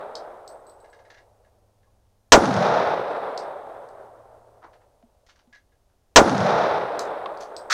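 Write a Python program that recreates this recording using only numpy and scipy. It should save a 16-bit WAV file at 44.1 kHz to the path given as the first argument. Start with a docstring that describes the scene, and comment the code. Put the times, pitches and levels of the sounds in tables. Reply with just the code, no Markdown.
"""Pistol shots at an outdoor range

Slow single shots, fired from under a roof, overload a head-worn microphone. Each report reflects
from the shelter and a long plank fence, then rolls away, scattered by the wooded hills.
Brass cases strike the concrete and ring in their free modes. Between shots the shooter shifts his
stance and gear clatters, over quiet air and a faint, distant drone."""
import sys
import numpy as np
from scipy import signal
from scipy.fft import rfft, irfft, next_fast_len
from scipy.io import wavfile
from scipy.ndimage import map_coordinates

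SR = 44100
rng = np.random.default_rng(int(sys.argv[2]) if len(sys.argv) > 2 else 0)


def store_pcm(level_fs):
    """Save levels as 16-bit WAV."""
    pcm = np.round(np.clip(level_fs, -1, 1) * 32767).astype(np.int16)
    wavfile.write(sys.argv[1], SR, np.atleast_2d(pcm).T)


N = 340878
T = np.arange(N) / SR


def amp(db):
    """Amplitude ratio of a level in decibels."""
    return 10 ** (np.asarray(db) / 20)


def unit(x):
    """Normalisation to an rms of 1."""
    return x / np.sqrt(np.mean(x ** 2) + 1e-20)


def along(points, hz):
    """Interpolation of (frequency [Hz], value) points on a logarithmic frequency axis."""
    freqs, values = np.transpose(points)
    return np.interp(np.log(hz + 1), np.log(freqs + 1), values)


def filtered(x, response):
    """Linear filtering: the spectrum of x times a frequency response."""
    size = next_fast_len(len(x) + SR // 4)
    return irfft(rfft(x, size) * response(np.fft.rfftfreq(size, 1 / SR)), size)[:len(x)]


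def noise(spectrum, size=N):
    """Spectral shaping: coloured noise of rms 1."""
    return unit(filtered(rng.standard_normal(size), lambda hz: amp(along(spectrum, hz))))


def wobble(rate, size=N):
    """Random modulation: a smooth curve through `rate` random values a second."""
    return map_coordinates(rng.standard_normal(size // 10), [T[:size] * rate], mode="wrap")


def fading(x, decay):
    """Frequency-dependent damping: each band falls 60 dB in its own decay time (t60)."""
    hz, t, bands = signal.stft(x, SR, nperseg=256)
    loss = amp(-60 * t / along(decay, hz)[:, None])
    return signal.istft(bands * loss, SR, nperseg=256)[1][:len(x)]


def add(track, start_s, x):
    """Superposition of x on the track from a given time."""
    start = round(start_s * SR)
    x = x[max(-start, 0):max(N - start, 0)]
    track[max(start, 0):][:len(x)] += x


def stroke(t, rise, t60):
    """An envelope of linear rise and exponential decay."""
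    return np.minimum(t / rise, 1) * amp(-60 * np.maximum(t - rise, 0) / t60)


# Shots; the first precedes the start, so only its echo is heard: (time [s], level [dB])
SHOT_TIMES = [(-1.18, 0), (2.3205, 0), (6.1597, 0)]


def pistol(drift_rad_per_s=.6, terrain_db=.7):
    """Decorrelation: every shot meets the same walls and terrain; moving air alters the long paths."""
    out = np.zeros(N)
    near = muzzle_blast() + fence_boom()
    shared_echo = hill_echo()
    terrain = amp(terrain_db * wobble(rate=22))
    drift = np.minimum(drift_rad_per_s * T, np.pi / 2)
    for start, db in SHOT_TIMES:
        echo = np.cos(drift) * shared_echo + np.sin(drift) * hill_echo()
        add(out, start, amp(db) * (near + terrain * echo))
    return out


# Muzzle blast under the roof: (frequency [Hz], spectral level [dB])
BLAST_SPECTRUM = [(25, -10), (55, -15), (85, -3), (170, -13.5), (280, -5), (420, -3), (570, 3), (1100, -.5),
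                  (1400, -.5), (1750, -6), (2300, -10), (3500, -3), (4500, -7), (6200, -5), (8000, -16),
                  (10000, -21), (16000, -23)]
# Reverberation of the shelter: (frequency [Hz], decay time [s])
SHELTER_DECAY = [(60, .24), (300, .19), (600, .168), (1300, .138), (2500, .088), (3800, .066), (6000, .074),
                 (14000, .16)]
# Single reflections from walls and posts: (delay [s], level [dB], pulse width [ms])
REFLECTIONS = [(.0305, 2, .27), (.0355, 2, .27), (.057, -1, .45), (.088, -8, .35), (.1355, -11, .17),
               (.1435, -17, .17), (.169, -19, .17), (.2205, -19, .12), (.245, -21, .15)]


def muzzle_blast(blast_db=9.5, attack_s=.0008, spray_db=3, spray_loss_db_per_ms=90, spray_t60=.018):
    """Reverberation and reflection: the blast fills the shelter; walls and posts return pulses."""
    out = amp(blast_db) * fading(noise(BLAST_SPECTRUM), SHELTER_DECAY) * (1 - np.exp(-T / attack_s))
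    t = T[:SR // 8]
    for delay, db, width_ms in REFLECTIONS:
        u = (T - delay) * 1000 / width_ms  # time in pulse widths
        out -= amp(db) * (1 - u * u / 2) * np.exp(-u * u / 4)
        # Rough planks scatter a short spray; a wide, dull pulse scatters less.
        scatter_db = db + spray_db - spray_loss_db_per_ms * width_ms
        add(out, delay, amp(scatter_db - 60 * t / spray_t60) * noise(BLAST_SPECTRUM, len(t)))
    return out


def fence_boom(start_hz=600, end_hz=140, sink_s=.085, width_hz=185, cutoff_hz=98,
               level_db=-26.7, hold_s=.25, t60=1.15):
    """Successive reflection: returns from ever farther along the fence merge into a sinking boom."""
    centre_hz = end_hz + (start_hz - end_hz) * np.exp(-T / sink_s)
    phase = 2 * np.pi * np.cumsum(centre_hz) / SR
    band = wobble(width_hz) * np.cos(phase) + wobble(width_hz) * np.sin(phase)
    # The fence returns no deep bass.
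    band = filtered(band, lambda hz: (hz / cutoff_hz) ** 5 / (1 + (hz / cutoff_hz) ** 5))
    flutter = amp(2 * wobble(rate=35))
    envelope = amp(level_db - 60 * np.maximum(T - hold_s, 0) / t60)
    return envelope * unit(band * flutter)


# Echo of the hills: (frequency [Hz], spectral level [dB])
ECHO_SPECTRUM = [(40, -44), (85, -34), (130, -19.5), (200, -20.5), (300, -14), (420, -4.5), (600, .8),
                 (850, -2.8), (1050, -6.8), (1400, -8.8), (2400, -20.8), (3000, -25.5), (3700, -21),
                 (4500, -25), (5800, -22.3), (7800, -31), (9200, -17), (10500, -14), (11800, -34),
                 (16000, -45)]
# Decay of that echo in air: (frequency [Hz], decay time [s])
ECHO_DECAY = [(100, 2.6), (300, 2.8), (550, 3.1), (1200, 2.6), (2500, 2.08), (3700, 2.0), (6000, 1.17),
              (9000, .72), (15000, .85)]
# Faint hiss that trails the echo: (frequency [Hz], spectral level [dB])
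HISS_SPECTRUM = [(300, -30), (2000, -12), (7000, -17), (9500, 1), (16000, 1)]


def hill_echo(ground_db=-20.8, ground_rise_s=.035, slope_db=-12.1, slope_delay_s=.285,
              slope_rise_s=.028, hiss_db=-42.5, hiss_t60=7):
    """Scattering and absorption: countless trunks spread the report; the air takes the treble first."""
    # Nearby ground answers at once, the wooded slope later.
    ground = amp(ground_db) * (1 - np.exp(-T / ground_rise_s))
    slope = amp(slope_db) / (1 + np.exp((slope_delay_s - T) / slope_rise_s))
    roll = fading(noise(ECHO_SPECTRUM), ECHO_DECAY) * (ground + slope)
    flutter = amp(1.3 * wobble(rate=130))
    hiss = amp(hiss_db - 60 * T / hiss_t60) * noise(HISS_SPECTRUM)
    return roll * flutter + hiss


def skitter(start_s=.6675, hop_s=.1355, shrink=.71, loss_db=6, click_db=-59, ring_db=-49.5,
            cutoff_hz=12000):
    """Inelastic bouncing: three landings of one case, with shrinking hops and falling levels."""
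    times = [start_s + hop_s * sum(shrink ** j for j in range(k)) for k in range(3)]
    return [(s, click_db - loss_db * k, ring_db - loss_db * k, cutoff_hz) for k, s in enumerate(times)]


# Cases landing: (time [s], click level [dB], ring level [dB], click cutoff [Hz])
LANDINGS = [(.1537, -26.5, -56, 1800), (.4774, -40, -45, 4000), (.696, -53, -57, 7000),
            (3.103, -52, -67, 8000), (3.3764, -28, -49, 4000), (3.888, -52, -67, 20000),
            (6.9926, -16.5, -57, 20000), (7.0524, -42, -66, 7000), (7.3737, -45, -74, 14000),
            (7.5658, -32, -44, 1500)]
# Impact of brass on concrete: (frequency [Hz], spectral level [dB])
CLICK_SPECTRUM = [(2000, -45), (3200, -18), (4000, -3), (4700, 3), (6800, -7), (8200, -5), (10000, 4),
                  (16000, -1)]
# Modes of a brass case: (frequency [Hz], level [dB], decay time [s])
BRASS_MODES = [(3980, -12, .06), (4450, -11, .03), (4930, -13, .03), (8010, 0, .13), (8091, -5, .37),
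               (8161, -6, .28), (13850, 3, .12), (14380, 2, .21)]


def brass_cases(tumble_db=2.5, click_t60=.022):
    """Impact excitation: each landing clicks and rings the modes of a short, tumbling tube."""
    out, t = np.zeros(N), T[:SR]
    for start, click_db, ring_db, cutoff_hz in LANDINGS + skitter():
        click = filtered(rng.standard_normal(SR),
                         lambda hz: amp(along(CLICK_SPECTRUM, hz)) / (1 + (hz / cutoff_hz) ** 2))
        ring = np.zeros(SR)
        for mode_hz, db, t60 in BRASS_MODES:
            envelope = amp(db + rng.normal(0, 1.5) - 60 * t / t60)
            ring += envelope * np.sin(2 * np.pi * (mode_hz * t + rng.random()))
        ring *= amp(ring_db + tumble_db * wobble(rate=90, size=SR))
        add(out, start, amp(click_db - 60 * t / click_t60) * unit(click) + ring)
    return out


# Gear clattering on the bench: (frequency [Hz], spectral level [dB])
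CLATTER_SPECTRUM = [(150, -36), (450, -18), (900, -10), (1340, 0), (1700, 0), (2300, -10), (3000, -13),
                    (3900, -7), (5500, -9), (8000, -17), (10000, -15), (16000, -14)]


def bench_clatter(start_s=7.6995, level_db=-15, swell_db=16, swell_s=.012, rough_db=2.5):
    """Amplitude-modulated noise: a rough rattle of gear starts abruptly and swells."""
    out, t = np.zeros(N), T[:SR // 2]
    envelope_db = level_db - swell_db * np.exp(-t / swell_s)
    envelope_db += rough_db * wobble(rate=450, size=len(t))
    add(out, start_s, amp(envelope_db) * noise(CLATTER_SPECTRUM, len(t)))
    return out


# Knocks of handling: (time [s], level [dB], frequency [Hz], decay time [s], tick level [dB])
HANDLING_KNOCKS = [(1.868, -62, 1090, .12, -85), (5.026, -46, 680, .06, -64), (5.034, -47, 235, .12, -85),
                   (5.474, -51, 240, .11, -72), (7.2595, -13.5, 1080, .03, -32)]


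def handling(attack_s=.003, tick_t60=.025, tick_cutoff_hz=4300):
    """Damped oscillation: each knock sounds one mode and a small tick."""
    out, t = np.zeros(N), T[:SR // 2]
    for start, db, mode_hz, t60, tick_db in HANDLING_KNOCKS:
        envelope = amp(db - 60 * t / t60) * (1 - np.exp(-t / attack_s))
        body = envelope * np.sin(2 * np.pi * mode_hz * t)
        tick = filtered(rng.standard_normal(len(t)),
                        lambda hz: hz / (hz + 900) / (1 + (hz / tick_cutoff_hz) ** 12))
        add(out, start, body + amp(tick_db - 60 * t / tick_t60) * unit(tick))
    return out


# Scuffs of shoes and clothing: (time [s], level [dB], rise time [s], centre frequency [Hz])
SCUFF_STROKES = [(4.612, -43.5, .036, 560), (4.725, -56, .01, 1400), (4.8, -62, .015, 900),
                 (5.263, -58, .004, 4000), (5.285, -54, .012, 2400), (5.355, -61, .005, 2400),
                 (5.388, -60, .005, 2000), (5.89, -72, .012, 800), (7.398, -40, .018, 5000)]


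def scuffs(t60=.11):
    """Sliding friction: shoes and clothing rub in short strokes."""
    out, t = np.zeros(N), T[:SR // 2]
    for start, db, rise, centre_hz in SCUFF_STROKES:
        add(out, start, amp(db) * stroke(t, rise, t60) * friction(len(t), centre_hz))
    return out


# Rubbing surfaces: (frequency [Hz], spectral level [dB])
FRICTION_SPECTRUM = [(200, -10), (450, -6), (800, 0), (1500, -1), (2500, -8), (6000, -6), (8000, -13),
                     (10500, -2), (16000, -3)]


def friction(size, centre_hz, grain_db=3, octaves=1.5):
    """Friction noise: tiny uneven grains, weighted towards a band around one frequency."""
    def response(hz):
        detuning = np.log2((hz + 1) / centre_hz) / octaves
        return amp(along(FRICTION_SPECTRUM, hz)) / (1 + detuning ** 4)

    grains = rng.standard_normal(size) * amp(grain_db * wobble(rate=500, size=size))
    return unit(filtered(grains, response))


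# Jolts of loose gear: (time [s], level [dB])
GEAR_JOLTS = [(.842, -57), (.927, -52), (.988, -57), (1.048, -57), (1.1, -46), (1.14, -52), (1.172, -50),
              (1.446, -65), (1.828, -69), (5.526, -49), (5.546, -50), (5.718, -69)]
# Resonances of that gear: (frequency [Hz], half-width [Hz], level [dB])
GEAR_RESONANCES = [(1670, 65, 0), (1880, 90, -12), (2110, 60, -9), (2830, 100, -19), (3800, 250, -23)]


def loose_gear(rise_s=.004, t60=.12, scrape_db=-6, scrape_hz=2500):
    """Resonance: each jolt scrapes the gear and sets it ringing in narrow bands."""
    def response(hz):
        return sum(amp(db) / (1 + ((hz - peak) / width) ** 2) for peak, width, db in GEAR_RESONANCES)

    out, t = np.zeros(N), T[:SR // 2]
    for start, db in GEAR_JOLTS:
        ring = unit(filtered(rng.standard_normal(len(t)), response))
        scrape = amp(scrape_db) * friction(len(t), scrape_hz)
        add(out, start, amp(db) * stroke(t, rise_s, t60) * unit(ring + scrape))
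    return out


def roof_reverb(x, wet_db=-6, t60=.16, build_s=.012):
    """Diffuse reflection: roof and floor add a short tail to small sounds."""
    t = T[:SR // 2]
    tail = rng.standard_normal(len(t)) * amp(-60 * t / t60) * np.minimum(t / build_s, 1) ** 2
    return x + amp(wet_db) * signal.fftconvolve(x, tail / np.linalg.norm(tail))[:N]


# Still air and hiss: (frequency [Hz], spectral level [dB])
AMBIENT_SPECTRUM = [(20, 8), (45, 4), (86, 2.5), (158, -13), (262, -12.5), (660, -12), (1090, -20),
                    (2260, -30), (8000, -29), (9500, -16), (12000, -12), (15000, -13)]
# Gaussian swells of a far drone: (peak time [s], half-width [s], level [dB], frequency [Hz])
DRONE_SWELLS = [(1.8, .9, -68, 102.3), (4.25, .42, -65.5, 114)]


def outdoors(air_db=-58.6, octave_db=-13, waver_hz=1.5):
    """Ambient noise: quiet air and a distant drone with slight frequency modulation."""
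    out = amp(air_db) * noise(AMBIENT_SPECTRUM)
    for peak_s, half_width, db, hz in DRONE_SWELLS:
        phase = 2 * np.pi * np.cumsum(hz + waver_hz * wobble(rate=5)) / SR
        swell = amp(db) * np.exp(-((T - peak_s) / half_width) ** 2 / 2)
        out += swell * unit(np.sin(phase) + amp(octave_db) * np.sin(2 * phase))
    return out


def scene():
    """Superposition of shots, small sounds under the roof, dry knocks and clatter, and open air."""
    shots = pistol()
    under_roof = roof_reverb(brass_cases() + scuffs() + loose_gear())
    return (shots + under_roof + handling() + bench_clatter() + outdoors())[None]


# Treble roll-off that dulls the whole sound: (frequency [Hz], gain [dB])
TREBLE_ROLLOFF = [(20, 0), (6500, 0), (8200, -5), (9500, -16), (12000, -22), (16000, -25)]


def record(dry, positive_limit=.65, negative_limit=1.4, coupling_hz=22, rail=.94, top_hz=15900):
    """Asymmetric saturation: the microphone overloads sooner upward than downward."""
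    x = dry[0]
    limit = np.where(x > 0, positive_limit, negative_limit)
    x = x / (1 + np.abs(x / limit) ** 3) ** (1 / 3)
    x = filtered(x, lambda hz: 1j * hz / (coupling_hz + 1j * hz))  # AC coupling recentres the wave
    x = np.clip(x, -rail, rail)  # the amplifier clips
    x = filtered(x, lambda hz: amp(along(TREBLE_ROLLOFF, hz)))
    return filtered(x, lambda hz: 1 / (1 + (hz / top_hz) ** 120))[None]


dry = scene()
out = record(dry)
store_pcm(out)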